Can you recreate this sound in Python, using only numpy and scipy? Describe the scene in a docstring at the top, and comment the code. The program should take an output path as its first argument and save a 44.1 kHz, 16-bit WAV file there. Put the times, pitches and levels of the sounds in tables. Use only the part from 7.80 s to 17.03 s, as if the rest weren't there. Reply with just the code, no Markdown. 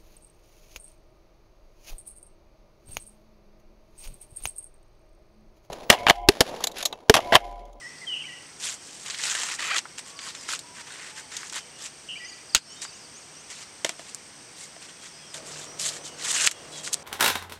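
"""Insects, open air and a far engine hold steady while birds whistle and trill with echoes.
Then corn is husked by hand: leaves rip fibre by fibre, ribs snap and a tight leaf squeaks.
The stalk breaks off in stages and the ear drops into a wicker basket. Late on, from a second
microphone place, air and engine are plainer. Noise, cracks, ringing modes and gliding sines
make the sources; a limiter ducks on the loudest peaks."""
import sys
import numpy as np
from scipy import signal
from scipy.fft import rfft, irfft
from scipy.io import wavfile

SR = 44100
rng = np.random.default_rng(int(sys.argv[2]) if len(sys.argv) > 2 else 0)


def dump_mix(stems):
    """Bounce the given channels to the path in sys.argv[1] as a 16-bit WAV at rate SR."""
    frames = np.atleast_2d(stems).T  # one column per channel
    limited = np.clip(frames, -1, 1)  # hard clip at full scale
    pcm = np.round(limited * 32767).astype(np.int16)
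    wavfile.write(sys.argv[1], SR, pcm)


N = 407043
TIME = np.arange(N) / SR


def from_db(db):
    """Decibels to amplitude gain."""
    return 10 ** (np.asarray(db) / 20)


def rms_one(x):
    """Scale to unit rms."""
    return x / np.sqrt(np.mean(x ** 2) + 1e-20)


def at_hz(points, hz):
    """Read a spectrum in dB on a log-frequency axis."""
    freq, db = np.transpose(points)
    return np.interp(np.log(hz), np.log(freq), db)


def drift(knots_per_s):
    """Smooth random wander of unit rms."""
    knots = rng.standard_normal(20000)
    return rms_one(np.interp(TIME * knots_per_s, np.arange(len(knots)), knots))


def add(out, s, sound):
    """Mix a short sound in at time s."""
    at = int(s * SR)
    out[at:at + len(sound)] += sound[:N - at]


def band_noise_filter(low_hz, high_hz):
    """Second-order Butterworth band-pass."""
    return signal.butter(2, [low_hz, high_hz], "band", fs=SR, output="sos")


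def band_rms(x, low_hz, high_hz):
    """Strength of a sound between two frequencies."""
    return signal.sosfilt(band_noise_filter(low_hz, high_hz), x).std()


def coloured(x, *spectra):
    """Minimum-phase filter with the product of the given spectra, built through the cepstrum."""
    size = 4096
    hz = np.linspace(1, SR / 2, size // 2 + 1)
    total_db = sum(at_hz(points, hz) for points in spectra)
    cepstrum = irfft(np.log(from_db(total_db)))
    cepstrum[1:size // 2] *= 2
    cepstrum[size // 2 + 1:] = 0
    impulse = irfft(np.exp(rfft(cepstrum)))[:size // 2]
    return signal.fftconvolve(x, impulse)[:len(x)]


def pulse_train(turns):
    """One unit impulse per completed turn."""
    return np.diff(np.floor(turns), prepend=0)


# open-air noise spectrum: (frequency [Hz], density [dB/Hz])
AIR_COLOUR = [(30, -17), (70, -3.5), (130, 0), (300, 1.5), (600, -1), (1300, -2.5), (2300, -3),
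              (3200, -3.5), (4000, -8), (5500, -3), (7200, -7), (8500, -10), (10200, -21.5), (13000, -26.5),
              (15500, -37)]
AIR_DB = -49.5
# extra air noise at the second microphone place: (frequency [Hz], density [dB/Hz])
CLOSE_AIR_COLOUR = [(40, -8), (90, -0.5), (300, 4), (650, 5), (1100, 3), (3000, -7), (6000, -10),
                    (14000, -30)]
CLOSE_S, CLOSE_FADE_S, CLOSE_AIR_DB = 7.54, 0.0098, -50
# engine lines: (multiple of firing rate, level at first place [dB], level at second place [dB])
ENGINE_LINES = [(3, -81, -75), (4, -68.5, -60.5), (5, -74.5, -69), (10, -81, -71), (11, -83, -66.5),
                (13, -76, -63.5), (15, -81, -64), (17, -86, -62), (19, -92, -69)]
ENGINE_HZ, LINE_WAVER_DB = 37.57, 3.0
# exhaust spectrum: (frequency [Hz], density [dB/Hz])
EXHAUST_COLOUR = [(40, -17), (90, -10.5), (260, 1.5), (400, 5.5), (560, 3), (690, 3.5), (850, -11),
                  (1300, -6), (3000, -42), (9000, -66)]
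EXHAUST_DB, SMEAR_T60_S = -55, 0.07
# insect choruses: (centre [Hz], width [Hz], unpulsed level [dB], pulses [1/s], pulse depth)
INSECT_CHORUSES = [(4680, 800, -61.5, 31, 0.78), (5790, 760, -56.5, 23, 0.17), (8370, 810, -54.5, 79, 0.28)]


def field(throb=0.41):
    """Coloured air noise, pulsed insect noise bands, engine harmonics and smeared exhaust beats."""
    close = np.clip((TIME - CLOSE_S) / CLOSE_FADE_S, 0, 1)
    turns = np.cumsum(ENGINE_HZ * (1 + 0.00615 * drift(5))) / SR
    firing_phase = 2 * np.pi * turns

    out = from_db(AIR_DB) * rms_one(coloured(rng.standard_normal(N), AIR_COLOUR))
    throbbing = rng.standard_normal(N) * (1 + throb * np.cos(firing_phase))
    out += close * from_db(CLOSE_AIR_DB) * rms_one(coloured(throbbing, CLOSE_AIR_COLOUR))

    # each exhaust beat is smeared by its way across the field
    t = TIME[:SR // 10]
    path = rng.standard_normal(len(t)) * np.exp(-np.log(1000) * t / SMEAR_T60_S)
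    beats = pulse_train(turns) * from_db(1.3 * drift(38))
    smeared = signal.fftconvolve(beats, path)[:N]
    out += close * from_db(EXHAUST_DB) * rms_one(coloured(smeared, EXHAUST_COLOUR))

    for multiple, far_db, close_db in ENGINE_LINES:
        level_db = far_db + close * (close_db - far_db) + LINE_WAVER_DB * drift(9.8)
        line = np.sin(multiple * firing_phase + 2 * np.pi * rng.random())
        out += np.sqrt(2) * from_db(level_db) * line

    for hz, width_hz, db, pulses_per_s, depth in INSECT_CHORUSES:
        sos = band_noise_filter(hz - width_hz / 2, hz + width_hz / 2)
        pulse_turns = np.cumsum(pulses_per_s * (1 + 0.0943 * drift(6.6))) / SR
        strokes = 1 + depth * np.sin(2 * np.pi * pulse_turns)
        out += from_db(db) * strokes * rms_one(signal.sosfilt(sos, rng.standard_normal(N)))
    return out


# note shapes: (length [s], start [Hz], middle [Hz], end [Hz]); calls scale the pitch by their ratio
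HELD = (.084, 2200, 1920, 2230)
DIP = (0.043, 1970, 2040, 1760)
SLIDE = (.092, 3290, 2948, 2820)
FLICK = (.026, 2200, 2370, 2510)
CHIP = (0.0243, 5180, 4750, 4400)
UPSWEEP = (.07, 5650, 6500, 7200)
THIN_WHISTLE = (.11, 4900, 5120, 5300)
THIN_FALL = (.085, 5200, 4800, 4250)
SLUR = (.07, 1900, 2450, 1500)
LOW_WHISTLE = (0.278, 880, 950, 845)
LEVEL_WHISTLE = (0.1144, 3200, 3020, 3000)
HELD_FLATNESS = 4.02   # exponent: level middle, hooked ends; 2 = parabola


def glide(shape):
    """Pitch curve through the note's start, middle and end."""
    length_s, start, middle, end = shape
    u = np.linspace(-1, 1, int(length_s * SR))
    power = HELD_FLATNESS if shape == HELD else 2
    return middle + (end - start) / 2 * u + ((start + end) / 2 - middle) * np.abs(u) ** power


CHORUS_PER_S, CHORUS_DB, CHORUS_SCATTER_DB, CHORUS_SCATTER_OCTAVES = 4, -59, 1.5, 0.091   # before BIRD_GAIN_DB


def chorus(count=80):
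    """Faint distant calls at random times, cycling through a few note shapes."""
    shapes = [SLUR, CHIP, THIN_FALL, SLUR, LEVEL_WHISTLE]
    times = np.cumsum(rng.exponential(1, count)) / CHORUS_PER_S
    draws = rng.standard_normal((count, 2))
    notes = []
    for k, (s, (pitch, loud)) in enumerate(zip(times, draws)):
        if s < TIME[-1] - .5:
            ratio = 2 ** (CHORUS_SCATTER_OCTAVES * pitch)
            notes.append((s, shapes[k % len(shapes)], ratio, CHORUS_DB + CHORUS_SCATTER_DB * loud))
    return notes


# all bird levels are before BIRD_GAIN_DB
# lead-in to the first song: (time [s], note shape, level [dB])
LEAD_IN = [(.006, HELD, -41), (.211, DIP, -43), (.263, SLIDE, -31)]
# near songs: (time [s], trill length [s], level [dB])
SONGS = [(0.333, .098, -33.5), (4.286, .062, -33)]
# from the trill's end, level relative to the trill
FLICK_AFTER_S, FLICK_DB, HELD_AFTER_S, HELD_DB = 0.0056, -8, .04, -11
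# runs of falling chips: (time [s], level of each chip [dB])
CHIP_RUNS = [(2.36, -45), (4.446, -44.5), (4.69, -44.5), (5.01, -44)]
CHIP_GAP_S = .034
# single calls, one table per note shape: (time [s], pitch ratio, level [dB])
UPSWEEPS = [(4.44, 0.98, -46.5), (4.895, 1.05, -52), (5.115, 1.01, -52), (5.33, .99, -49.5),
            (5.555, 0.95, -50)]
THIN_WHISTLES = [(.015, 1.05, -52), (3.9, 0.56, -58), (4.355, 0.94, -53), (4.85, 1.06, -49.5),
                 (4.88, 0.59, -54), (4.95, .73, -54.5), (7.32, .98, -53), (7.849, 1.13, -46.5),
                 (8.199, 1.22, -50)]
THIN_FALLS = [(.145, .97, -57), (2.565, 1.06, -49), (5.18, 1.05, -52), (7.455, 1.1, -52)]
SLURS = [(5.115, 1.2, -57), (5.367, 1.01, -59), (5.88, .95, -58), (6.22, 1.02, -59), (6.362, .95, -61),
         (6.66, 1.02, -59), (6.8, 0.91, -52)]
LEVEL_WHISTLES = [(7.38, 1.08, -57), (8.24, .98, -52.5), (8.54, 0.94, -39), (8.69, 1.1, -54),
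                  (8.915, 1.08, -48), (8.91, 1.27, -49)]
LOW_WHISTLES = [(2.23, 1.19, -57), (2.8, 1.04, -55), (3.27, .92, -59.5)]


def bird_notes(chips_per_run=3):
    """Every whistled note as (time [s], shape, pitch ratio, level [dB])."""
    notes = [(s, shape, 1, db) for s, shape, db in LEAD_IN]
    for s, length_s, db in SONGS:
        end_s = s + length_s
        notes.append((end_s + FLICK_AFTER_S, FLICK, 1, db + FLICK_DB))
        notes.append((end_s + HELD_AFTER_S, HELD, 1, db + HELD_DB))
    for s, db in CHIP_RUNS:
        notes += [(s + k * CHIP_GAP_S, CHIP, 1, db) for k in range(chips_per_run)]
    kinds = [(UPSWEEP, UPSWEEPS), (THIN_WHISTLE, THIN_WHISTLES), (THIN_FALL, THIN_FALLS),
             (SLUR, SLURS), (LEVEL_WHISTLE, LEVEL_WHISTLES), (LOW_WHISTLE, LOW_WHISTLES)]
    for shape, calls in kinds:
        notes += [(s, shape, ratio, db) for s, ratio, db in calls]
    return notes + chorus()


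# echoes from the field's edge: (delay [s], level [dB])
ECHOES = [(0.049, -11), (.079, -13), (.121, -16), (.165, -16), (.24, -21)]
SCATTER_DB, SCATTER_T60_S = -12, 0.61   # diffuse tail energy re direct sound
TRILL_HZ, TRILL_SWEEP_HZ, TRILL_SWEEPS_PER_S = 2964, 190, 180
PITCH_WAVER, SHIMMER_DB, BIRD_GAIN_DB = 0.015, 1.36, 2


def birds():
    """Gliding sines and frequency-modulated trills, with discrete and diffuse echoes off the trees."""
    out, wobble = np.zeros(N), 1 + PITCH_WAVER * drift(250)
    for s, shape, ratio, db in bird_notes():
        pitch = ratio * glide(shape)
        hz = pitch * wobble[int(s * SR):][:len(pitch)]
        tone = np.sin(2 * np.pi * np.cumsum(hz) / SR)
        add(out, s, from_db(db) * signal.windows.tukey(len(hz), .35) * tone)

    for s, length_s, db in SONGS:
        size = int(length_s * SR)
        sweep_rate = TRILL_SWEEPS_PER_S * (1 + .15 * drift(93)[:size])
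        beat = np.sin(2 * np.pi * np.cumsum(sweep_rate) / SR)
        hz = (TRILL_HZ + TRILL_SWEEP_HZ * beat) * wobble[int(s * SR):][:size]
        tone = np.sin(2 * np.pi * np.cumsum(hz) / SR)
        add(out, s, from_db(db) * signal.windows.tukey(size, .15) * (.75 - 0.25 * beat) * tone)

    out *= from_db(SHIMMER_DB * drift(70))   # moving air makes far calls swell and fade
    tail = rng.standard_normal(SR) * np.exp(-np.log(1000) * TIME[:SR] / SCATTER_T60_S)
    reply = from_db(SCATTER_DB) * rms_one(tail) / np.sqrt(SR)
    reply[0] = 1
    for delay_s, db in ECHOES:
        reply[int(delay_s * SR)] += from_db(db)
    return from_db(BIRD_GAIN_DB) * signal.fftconvolve(out, reply)[:N]


# pulls on the husk: (time [s], length [s], start level before CRACKLE_TRIM_DB [dB],
# swell over the pull [dB], arch at mid-pull [dB], low rub re crackle [dB])
PULLS = [(0.805, 0.14, -38, -3, 8.5, -13), (1.022, 0.22, -48.5, 4.5, 0, -19),
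         (1.251, 0.11, -39.5, -1.5, 0.5, -5), (1.378, 0.055, -35, 2, -0.5, -7.5),
         (1.434, 0.12, -30, -3, 3, -8.5), (1.547, 0.19, -31.5, -2, -2, -5),
         (1.795, 0.17, -36.5, -2.5, 0.5, -2), (1.962, 0.0256, -29.5, 1.5, -0.5, -5.5),
         (2.182, 0.016, -37, 1.5, 0.5, -10), (2.26, 0.053, -46.5, 0, 2.5, -9),
         (2.414, 0.089, -45.5, 5.5, 1.5, -3.5), (2.548, 0.14, -44.5, -0.5, -3.5, -6.5),
         (2.684, .065, -39, 6.5, 3, -5.5), (2.95, 0.067, -50.5, 4.5, 1.5, -1),
         (3.072, 0.23, -47, 0.5, -1, 0.5), (3.361, 0.048, -45.5, 1, 3, -3.5),
         (3.522, 0.17, -41, -5.5, 0, -4), (3.73, 0.061, -37.5, -1, 4, -4),
         (3.991, .072, -46.5, 11.5, 0.5, -8.5), (5.021, 0.029, -36, -2, 1, -10.5),
         (5.704, 0.12, -39.5, -2.5, -5.5, -7), (6.196, 0.1, -46.5, 3.5, -7, -9),
         (6.767, .1, -50, 0.5, 7.5, -20), (7.02, .04, -47.5, -0.5, 2, -6), (7.089, 0.019, -50.5, -1, -1, 0),
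         (7.215, .06, -50, 3, 2, -6.5), (7.542, 0.04, -36.5, -4.5, -1.5, -8),
         (7.661, .18, -43.5, 3.5, -1, -10.5), (7.999, 0.096, -29.5, 1, 0, -16),
         (8.11, 0.072, -37.5, -5, -0.5, -9), (8.243, 0.044, -42, -0.5, 2, -21),
         (8.387, 0.074, -42.5, 15, -1, -10), (8.458, 0.21, -29.5, 4.5, 0.5, -8),
         (8.923, 0.089, -46, -1, 5, -13.5), (9.035, 0.042, -37.5, 4.5, 1, -20),
         (9.129, 0.013, -24.5, -0.5, -2, -34)]
# edge slopes at the reference length; longer pulls are gentler
PULL_RISE_DB_PER_S, PULL_FALL_DB_PER_S, PULL_LENGTH_S, GENTLENESS = 1500, 646, 0.071, 0.46


def effort():
    """Pull envelopes: crackle level and the low rub of the strongest pull, both in dB."""
    level, grip = np.full(N, -120.), np.zeros(N)
    for s, length_s, db, swell_db, arch_db, rub_db in PULLS:
        t = TIME - s
        quickness = (PULL_LENGTH_S / length_s) ** GENTLENESS
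        u = np.clip(t / length_s, 0, 1)
        rise = PULL_RISE_DB_PER_S * np.maximum(-t, 0)
        fall = PULL_FALL_DB_PER_S * np.maximum(t - length_s, 0)
        arch = arch_db * (1 - (2 * u - 1) ** 2)
        own = db + swell_db * u + arch - quickness * (rise + fall)
        grip[own > level] = rub_db
        level = np.maximum(level, own)
    return level, grip


# husk spectrum, shared with the snaps: (frequency [Hz], density [dB/Hz])
HUSK_COLOUR = [(120, -46), (200, -21), (215, -35), (253, -18.5), (385, -15.5), (728, -12), (940, -6),
               (1880, 0.5), (2380, -1.5), (3120, 0), (5110, -1.5), (7620, 2), (8980, -5), (13200, -27.5),
               (15500, -42)]
EDGES_HZ = np.geomspace(150, 16000, 20)
BANK = [band_noise_filter(low, high) for low, high in zip(EDGES_HZ, EDGES_HZ[1:])]
GRIP_HZ = 3100   # below: rub of the ear's body; above: crackle
FIBRES_PER_S, FIBRE_SIZE_DB, CLUMP_DB = 1600, 1.0, 1.1
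PATCHY_DB, SLIDE_DB, CRACKLE_TRIM_DB = 2.0, -4, -1.0


def tearing(level, grip):
    """Clumped fibre breaks, each with random colour, over the hiss of leaf sliding on leaf."""
    clumps = rms_one(from_db(CLUMP_DB * drift(160)))
    at = np.flatnonzero(rng.random(N) < FIBRES_PER_S * clumps / SR)
    spread = rms_one(from_db(FIBRE_SIZE_DB * np.minimum(rng.exponential(1, N), 5)))
    sizes = spread[at] * np.sqrt(N / len(at))
    slide = from_db(SLIDE_DB) * rng.standard_normal((2, N)) * clumps
    out = np.zeros(N)
    for k, sos in enumerate(BANK):
        drive = slide[k % 2].copy()
        drive[at] += sizes * rng.standard_normal(N)[at]
        # the bending leaf keeps shifting its resonances
        out += signal.sosfilt(sos, drive) * from_db(PATCHY_DB * drift(55))
    out = coloured(out, HUSK_COLOUR)

    low = signal.sosfiltfilt(signal.butter(2, GRIP_HZ, fs=SR, output="sos"), out)
    high = out - low
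    # a tight grip couples the leaf to the ear and brings out the lows
    body = low / band_rms(low, 900, 2400)
    crackle = high / band_rms(high, 3500, 12000)
    return (crackle + body * from_db(grip)) * from_db(level + CRACKLE_TRIM_DB)


RIBS_PER_S, RIB_FLOOR_DB = 9, -47.5   # pulls above the floor can break ribs
RIB_OVER_DB, RIB_LOW_DB, RIB_HIGH_DB, RIB_SCATTER_DB, RIB_SHIVER_DB = 8.5, -18, -13.5, 2.5, -12.5


def thin_ribs(level):
    """Random small breaks that follow the pull level, as rows like THICK_RIBS."""
    draws = rng.standard_normal((N // 100, 3))
    slots = np.linspace(0, N - 1, len(draws)).astype(int)
    chance = RIBS_PER_S * N / SR / len(draws)
    breaks = (rng.random(len(draws)) < chance) & (level[slots] > RIB_FLOOR_DB)
    rows = []
    for at, draw in zip(slots[breaks], draws[breaks]):
        db, low, high = RIB_SCATTER_DB * draw + [level[at] + RIB_OVER_DB, RIB_LOW_DB, RIB_HIGH_DB]
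        rows.append((at / SR, db, low, high, RIB_SHIVER_DB))
    return rows


def crack(spectra, t60, tail_db, tail_t60):
    """Sudden fracture: random-sign noise, fast decay plus a slower shivering tail; peak 1."""
    t = TIME[:SR // 10] * np.log(1000)
    decay = np.exp(-t / t60) + from_db(tail_db) * np.exp(-t / tail_t60)
    sound = coloured(rng.choice([-1, 1], len(t)) * decay, *spectra)
    return sound / np.abs(sound).max()


# thick ribs: (time [s], peak [dB], low-band tilt [dB], high-band tilt [dB], leaf shiver [dB])
THICK_RIBS = [(1.262, -23, -24, -20, 0), (1.3, -17, -26, -25, -1), (1.307, -17, -24, -18, -7),
              (1.345, -21, -19.5, -34, 0), (1.4373, -13.5, -17, -19, -1), (1.5509, -13, -13, -14, 0),
              (1.6334, -14.5, -12, -14, -2), (1.751, -21, -17, -11, -12), (1.945, -15, -9, -26, -8),
              (1.9645, -12, -17, -27, -11), (1.983, -10, -27, -29, -12), (1.9907, -12, -21, -23, -21),
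              (2.054, -27.5, 14, -23, -12), (2.1834, -28, -7, -29, -12), (2.3905, -22, -16, -27, -6),
              (2.5503, -23, -16, -19, -5), (2.689, -17.5, -6.5, -18, -6), (2.734, -22, 20, -18, -14),
              (2.7914, -21, -35, -12, -10), (3.5672, -18, -38, -14, -11), (3.632, -24.5, 5, -22, -9),
              (3.698, -21, -23, -17, -10), (3.726, -22.5, 1, -6, -8), (3.758, -17.5, -11, -4, -13),
              (5.0182, -21, -22, -9, -12), (5.051, -25, 0, -18, -9), (6.347, -14.5, -14, -3.5, -17),
              (7.5422, -23.5, -24, -8.5, -10), (7.997, -18, -27, -10, -1), (8.0814, -14.5, -28, -6, -12),
              (8.5138, -14.5, -19, -4, -6), (8.665, -6, -29, -9, -12), (8.6678, -5, -18, -7.5, -14),
              (8.6739, 3, -19, -21.5, -11), (8.7128, -13.5, -13, -9, -9), (9.076, -18, -2, -11, -12),
              (9.131, -11, -36, -7, -7), (9.1425, -3.5, -21.5, -9, -31)]
SNAP_MIDDLE_DB = -15


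def snaps(level):
    """Ribs break as short cracks, each with its own tilt of the husk colour."""
    out = np.zeros(N)
    for s, db, low, high, shiver_db in THICK_RIBS + thin_ribs(level):
        tilt = [(1500, low), (3800, SNAP_MIDDLE_DB), (8000, high), (11000, 1.83 * high + 9)]
        sound = crack([HUSK_COLOUR, tilt], t60=0.0022, tail_db=shiver_db, tail_t60=0.043)
        add(out, s, from_db(db) * sound)
    return out


def ring(clicks, modes):
    """Clicks drive damped two-pole modes of alternating sign."""
    out = 0
    for k, (hz, db, t60_s) in enumerate(modes):
        r, w = np.exp(-np.log(1000) / (t60_s * SR)), 2 * np.pi * hz / SR
        mode = signal.lfilter([0, np.sin(w)], [1, -2 * r * np.cos(w), r * r], clicks + 1e-18)
        out = out + (-1) ** k * from_db(db) * mode
    return out


# stick-slip of leaf on leaf, interpolated: (time [s], slips [1/s], level [dB])
SLIP_CURVE = [(1.77, 640, -54), (1.794, 970, -32), (1.805, 590, -50), (1.825, 610, -32.5), (1.86, 360, -32),
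              (1.896, 480, -30.5), (1.912, 580, -23), (1.925, 870, -29.5), (1.975, 490, -30)]
# modes of the ear wrapped in its leaves: (frequency [Hz], gain [dB], t60 [s])
EAR_MODES = [(690, -9, 0.0028), (1280, -3.5, 0.013), (1935, -2.5, 0.013), (2480, -4.5, 0.015),
             (3050, -6, 0.0086), (4600, -4, 0.0038)]
SLIP_WANDER, SLIP_FLUTTER_DB = .045, 1.5   # log-rate spread; strength spread


def squeak():
    """A tight leaf judders down the ear: each slip is a click that rings the ear's modes."""
    s, rate, db = np.transpose(SLIP_CURVE)
    slip_rate = np.interp(TIME, s, rate) * np.exp(SLIP_WANDER * drift(400))
    slips = pulse_train(np.cumsum(slip_rate) / SR) * from_db(SLIP_FLUTTER_DB * drift(300))
    level_db = np.interp(TIME, s, db, left=-140, right=-140)
    return rms_one(ring(slips, EAR_MODES)) * from_db(level_db)


# stages of the break: (time [s], peak [dB], t60 [s])
STALK_STAGES = [(4.7487, 6, 0.018), (4.7498, 1, 0.0066), (4.7531, -.5, .013), (4.7547, 4.5, .0066),
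                (4.7583, -5, 0.07), (4.766, -3.5, 0.0044), (4.7772, -14, .01)]
# stalk spectrum: (frequency [Hz], density [dB/Hz])
STALK_COLOUR = [(40, -9), (350, -16.5), (750, -10), (1200, -8), (1480, 0), (1950, -9), (2700, -0.5),
                (3800, -3), (4900, -0.5), (5600, -8.5), (7000, -1.5), (8500, -9), (9500, -17), (11000, -23),
                (15500, -37)]


def stalk():
    """The juicy shank breaks off the ear in a burst of cracks."""
    out = np.zeros(N)
    for s, db, t60_s in STALK_STAGES:
        add(out, s, from_db(db) * crack([STALK_COLOUR], t60_s, tail_db=-18, tail_t60=0.067))
    return out


# contacts of ear and basket: (time [s], knock drive [dB], click peak [dB])
LANDINGS = [(6.0466, -36, -10.5), (6.0485, -21, -9.5), (6.0505, -26.5, -33), (6.0926, -43, -14.5),
            (6.0952, -33.5, -29), (6.064, -33, -22), (6.194, -35.5, -30.5), (6.964, -40.5, -39)]
# basket modes: (frequency [Hz], gain [dB], t60 [s])
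BASKET_MODES = [(201, -19, 0.07), (322, -11.5, 0.067), (540, -0.5, 0.017), (683, -2, 0.053),
                (960, -10, 0.034), (1240, -8, .02), (1750, -5, 0.029), (2000, -1.5, 0.014),
                (3180, -16, .015)]
# click spectrum: (frequency [Hz], density [dB/Hz])
WICKER_COLOUR = [(20, -45), (70, -22), (250, -7), (700, -6.5), (1800, -3.5), (3200, 0), (5000, -7),
                 (8000, -4.5), (11000, -18), (15500, -42)]


def basket():
    """The ear lands, bounces and settles: knocks ring the wicker's modes, kernels click on it."""
    knocks, clicks = np.zeros(N), np.zeros(N)
    for s, knock_db, click_db in LANDINGS:
        add(knocks, s, from_db([knock_db]))
        click = crack([WICKER_COLOUR], t60=0.011, tail_db=-18.5, tail_t60=0.15)
        add(clicks, s, from_db(click_db) * click)
    return ring(knocks, BASKET_MODES) + clicks


def scene():
    """Sum of all sources, one channel."""
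    level, grip = effort()
    husking = tearing(level, grip) + snaps(level) + squeak()
    return (field() + birds() + husking + stalk() + basket())[None]


CUTOFF_HZ = 15800


def record(dry, threshold_db=-3.5, release_db_per_s=55, attack_s=0.0011):
    """Peak limiter with slow linear-dB release; what slips past is clipped, then low-passed."""
    over = np.maximum(20 * np.log10(np.abs(dry[0]) + 1e-9) - threshold_db, 0)
    release = release_db_per_s * TIME
    held = np.maximum.accumulate(over + release) - release
    lag = np.exp(-1 / (attack_s * SR))
    reduction_db = signal.lfilter([1 - lag], [1, -lag], held)
    clipped = np.clip(dry * from_db(-reduction_db), -1, 1)
    return signal.sosfilt(signal.ellip(10, .1, 70, CUTOFF_HZ, fs=SR, output="sos"), clipped)


dry = scene()
out = record(dry)
dump_mix(out)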